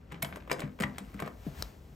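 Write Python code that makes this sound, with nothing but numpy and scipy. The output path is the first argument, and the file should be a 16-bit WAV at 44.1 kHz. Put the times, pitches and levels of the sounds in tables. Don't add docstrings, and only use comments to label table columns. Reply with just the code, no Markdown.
import sys
import numpy as np
from scipy import signal
from scipy.fft import rfft, irfft, next_fast_len
from scipy.io import wavfile

SR = 44100
rng = np.random.default_rng(int(sys.argv[2]) if len(sys.argv) > 2 else 0)


def dump(signal):
    limited = np.clip(np.atleast_2d(signal).T, -1, 1)
    pcm = np.round(limited * 32767).astype(np.int16)
    wavfile.write(sys.argv[1], SR, pcm)


N = 85995
HIT = np.arange(SR // 2) / SR

# (frequency [Hz], gain [dB])
ROOM_TONE_EQ = [(25, -18.5), (50, -6), (140, -0.5), (550, -13), (900, -22), (16000, -53.5)]
RUMBLE_EQ = [(25, -47), (50, 10), (100, 0.5), (400, -39)]
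# (time [s], level [dB])
RUMBLE_FADER = [(0, -63), (.3, -56.5), (1.56, -49.5), (1.6, -38), (1.65, -43.5), (1.71, -52.5)]
WIPE_FADER = [(.085, -69), (.125, -47.5), (.2, -57.5), (.35, -51), (.45, -62), (.62, -47), (.75, -70),
              (.9, -54), (1.1, -62), (1.27, -48.5), (1.36, -88)]
BRUSH_FADER = [(.5, -81), (1.1, -61), (1.36, -65.5), (1.46, -55), (1.53, -57.5), (1.595, -48.5), (1.8, -67)]
# (frequency [Hz], gain [dB])
WIPE_EQ = [(70, -19), (160, 13.5), (400, 1), (2000, -10), (5000, -27), (16000, -40)]
BRUSH_EQ = [(600, 6), (2000, -1.5), (7000, -11.5)]
SNAP_EQ = [(250, -4), (850, 3), (2600, -10), (4100, 3), (16000, -12.5)]
# (time [s], door knock [dB], knob clank [dB], latch tick [dB])
CLICK_CUES = [(.121, -47.5, -44, -54), (0.2223, -60, -40, -40), (.225, -53, -39, -34.5),
              (.247, -44, -37, -40.5), (.326, -66, -41.5, -68), (.359, -47, -43, -50),
              (.370, -42, -49.5, -75), (0.476, -47, -49.5, -75), (.498, -49, -37, -60),
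              (.507, -41, -37.5, -55), (0.5142, -28, -27.5, -36), (.528, -41, -63, -40),
              (.594, -40, -40.5, -51), (.604, -42, -45, -41.5), (.619, -39, -38.5, -67),
              (.789, -48, -45.5, -74), (0.8012, -32, -39, -45), (.807, -39, -36, -40.5),
              (0.8219, -40.5, -35, -39), (0.831, -38.5, -34.5, -49), (0.8359, -41, -32.5, -49),
              (0.9828, -46.5, -40.5, -39.5), (1.143, -55, -51, -58.5), (1.193, -47.5, -42, -77),
              (1.201, -42.5, -37.5, -44), (1.2223, -34.5, -35.5, -57), (1.261, -43, -48, -57),
              (1.276, -40, -39, -71)]
# (frequency [Hz], gain [dB])
KNOCK_EQ = [(110, -22.5), (300, 1.5), (600, 6.5), (1700, -26)]
CLANK_EQ = [(550, -16), (1050, 0), (2200, -5), (3000, -11.5), (8000, -47)]
TICK_EQ = [(1800, -16), (3300, 5.5), (6000, -3.5), (8000, 3.5), (16000, -11)]
# (frequency [Hz], relative level [dB])
SHELL_MODES = [(1190, -0.2), (1545, 4.9), (1810, 2.8), (2060, -2.3), (2245, 0.58)]
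LATCH_MODES = [(5250, -8), (8550, 3.5), (11200, 0.5), (13500, -5.5)]
PANEL_MODES = [(199.65, -1), (253, -1), (306.7, -9), (477.8, -11.5), (581, -15.5)]
# (time [s], pitch [Hz], level [dB])
RING_CUES = [(0.2261, 11340, -32.5), (0.226, 13900, -41), (0.226, 2245, -34), (.229, 659, -34.5),
             (.515, 2300, -34.5), (0.517, 5030, -39), (.527, 549, -33), (0.8362, 1973, -28.5)]
# (time [s], level [dB], pitch [Hz])
THUD_CUES = [(0.229, -33.5, 141.6), (.512, -36.5, 146), (.637, -28.5, 143.5), (.803, -28.5, 212.6),
             (.812, -33, 141), (.843, -28.5, 137.4), (1.009, -38.5, 204.3), (1.146, -38, 195),
             (1.223, -32.5, 146.6)]
# (frequency [Hz], T60 [s])
REVERB_T60 = [(600, 0.41), (3000, 0.13), (14000, 0.38)]
# (frequency [Hz], gain [dB])
REVERB_EQ = [(1000, 2), (14000, -9)]
# (frequency [Hz], likeness of left and right [ratio, capped in use])
STEREO_LIKENESS = [(120, 1.32), (600, 0.39), (1200, 0.25), (2200, 0.57), (9000, 1.2)]
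# (frequency [Hz], lead of the left [rad])
STEREO_LEAD = [(2200, -.1), (3700, 1.1), (7500, -.4), (10100, -3.14), (13300, -6.2), (16000, -8.7)]
# (frequency [Hz], left minus right [dB])
STEREO_TILT = [(5500, 2.5), (9500, -0.5)]


def amp(db):
    return 10 ** (np.asarray(db) / 20)


def decay(t60):
    return amp(-60 * HIT / t60)


def unit(x):
    return x / np.sqrt(np.mean(x ** 2) + 1e-20)


def unit_hit(x, span_s=.007):
    return x / np.sqrt(np.sum(x ** 2, -1, keepdims=True) / (span_s * SR) + 1e-20)


def curve(points, hz):
    f, value = np.transpose(points)
    return np.interp(np.log(hz + 1), np.log(f + 1), value)


def fader(points):
    return amp(np.interp(np.arange(N) / SR, *np.transpose(points)))


def add(mix, s, sound):
    part = mix[:, max(round(s * SR), 0):][:, :sound.shape[1]]
    part += sound[:, :part.shape[1]]


def equalise(x, eq, size=2048):
    log_gain = np.log(amp(curve(eq, abs(np.fft.fftfreq(size, 1 / SR)))))
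    taps = np.fft.ifft(np.exp(np.conj(signal.hilbert(log_gain)))).real
    return signal.fftconvolve(x, taps[None], axes=1)[:, :x.shape[1]]


def noise(eq):
    return unit(equalise(rng.standard_normal((2, N)), eq, size=8192))


def crack(eq, t60, samples=6000, contact_db=11):
    burst = rng.standard_normal((2, samples)) * decay(t60)[:samples]
    burst[0, 0] = amp(contact_db)
    return unit_hit(np.pad(equalise(burst, eq), ((0, 0), (0, len(HIT) - samples))))


def modal_hits(modes, count, t60, spread_db=2.2, detune=0.0085):
    hz, db = np.transpose(modes)[:, :, None]
    sign, size, shift = np.moveaxis(rng.standard_normal((count, 3, 2, len(modes), 1)), 1, 0)
    gains = np.sign(sign) * amp(db + spread_db * size)
    partials = gains * np.sin(2 * np.pi * hz * (1 + detune * shift) * HIT)
    return unit_hit(partials.sum(2) * decay(t60))


def room_bed(tone_db=-55.5, hum_hz=70.36, hum_db=-58):
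    hum = amp(hum_db) * np.sqrt(2) * np.sin(2 * np.pi * (hum_hz * np.arange(N) / SR + rng.random((2, 1))))
    return amp(tone_db) * noise(ROOM_TONE_EQ) + hum + fader(RUMBLE_FADER) * noise(RUMBLE_EQ)


def cloth_wipe(catches_per_s=360, scratch_s=0.0009, scratch_hz=(990, 2640), scratch_db=-5.5):
    catches = (rng.random(N) < catches_per_s / SR) * rng.random(N)
    grip = unit(signal.fftconvolve(catches, HIT * np.exp(-HIT / scratch_s))[:N])
    band = signal.butter(2, scratch_hz, "bandpass", fs=SR)
    scratch = unit(signal.lfilter(*band, rng.standard_normal((2, N))))
    return fader(WIPE_FADER) * (noise(WIPE_EQ) + amp(scratch_db) * grip * scratch)


def knob_clicks(shell_db=-8.5, latch_db=-8, trim_db=-2):
    out = np.zeros((2, N))
    shells = modal_hits(SHELL_MODES, len(CLICK_CUES), t60=0.074)
    latches = modal_hits(LATCH_MODES, len(CLICK_CUES), t60=0.064)
    for (s, knock_db, clank_db, tick_db), shell, latch in zip(CLICK_CUES, shells, latches):
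        knock = crack(KNOCK_EQ, t60=0.04)
        clank = crack(CLANK_EQ, t60=0.023) + amp(shell_db) * shell
        tick = crack(TICK_EQ, t60=0.025) + amp(latch_db) * latch
        add(out, s, amp(knock_db) * knock + amp(clank_db) * clank + amp(tick_db) * tick)
    return amp(trim_db) * out


def metal_rings(q=1 / 0.065):
    out = np.zeros((2, N))
    for s, hz, db in RING_CUES:
        chatter = rng.standard_normal((2, len(HIT))) * decay(t60=0.03)
        ring = signal.lfilter(*signal.iirpeak(hz, q, SR), chatter)
        add(out, s, amp(db) * unit_hit(ring))
    return out


def door_thuds(attack_s=0.0018, panel_db=-3.5):
    out = np.zeros((2, N))
    attack = 1 - np.exp(-HIT / attack_s)
    phases = np.array([[0], [np.pi / 2]])
    for (s, db, hz), panel in zip(THUD_CUES, modal_hits(PANEL_MODES, len(THUD_CUES), t60=0.32)):
        push = unit_hit(np.sin(2 * np.pi * hz * HIT + phases) * decay(t60=0.12))
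        add(out, s, amp(db) * attack * (push + amp(panel_db) * panel))
    return out


def close_cloth(bump_s=1.4665, snap_s=1.6243, snap_db=-32.5):
    out = fader(BRUSH_FADER) * noise(BRUSH_EQ)
    add(out, bump_s, soft_bump())
    add(out, snap_s, amp(snap_db) * crack(SNAP_EQ, t60=0.011))
    return out


def soft_bump(start_hz=375, end_hz=143, sag_s=0.0048, t60=0.14, thump_db=-29.5, knock_db=-46):
    hz = end_hz + (start_hz - end_hz) * np.exp(-HIT / sag_s)
    thump = unit_hit(np.sin(2 * np.pi * np.cumsum(hz) / SR) * decay(t60))
    mid_only = np.array([[1], [0]])
    return amp(thump_db) * thump * mid_only + amp(knock_db) * crack(KNOCK_EQ, t60)


def reverb(x, predelay_s=0.0029):
    hz, t, bands = signal.stft(rng.standard_normal((2, len(HIT))), SR, nperseg=256)
    t60 = curve(REVERB_T60, hz)[:, None]
    bands *= amp(curve(REVERB_EQ, hz)[:, None] - 60 * t / t60)
    bands *= np.sqrt(2 * np.log(1000) / (t60 * SR))
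    tail = signal.istft(bands, SR, nperseg=256)[1][:, :len(HIT)] * (HIT > predelay_s)
    return signal.fftconvolve(x, tail, axes=1)[:, :N]


def mic_pair(x):
    size = next_fast_len(N + 4096)
    hz = np.fft.rfftfreq(size, 1 / SR)
    mid, side = rfft(x, size)
    likeness = np.clip(curve(STEREO_LIKENESS, hz), 0, .995)
    sign = np.array([[1], [-1]])
    pair = mid * np.sqrt((1 + likeness) / 2) + sign * side * np.sqrt((1 - likeness) / 2)
    balance = amp(sign * curve(STEREO_TILT, hz) / 2)
    phase = np.exp(.5j * sign * curve(STEREO_LEAD, hz))
    return irfft(pair * balance * phase, size)[:, :N]


def scene(knob_send_db=-6, door_send_db=-11, close_send_db=-13, close_pan_db=2):
    knob = knob_clicks() + metal_rings() + cloth_wipe()
    door, close = door_thuds(), close_cloth()
    echoes = reverb(amp(knob_send_db) * knob + amp(door_send_db) * door + amp(close_send_db) * close)
    pan_left = amp(np.array([[.5], [-.5]]) * close_pan_db)
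    return mic_pair(knob + door + echoes + room_bed()) + mic_pair(close) * pan_left


def record(dry, cutoff_hz=16100):
    lowpass = signal.firwin(511, cutoff_hz, window=("kaiser", 9), fs=SR)
    return signal.oaconvolve(dry, lowpass[None], "same")


dry = scene()
out = record(dry)
dump(out)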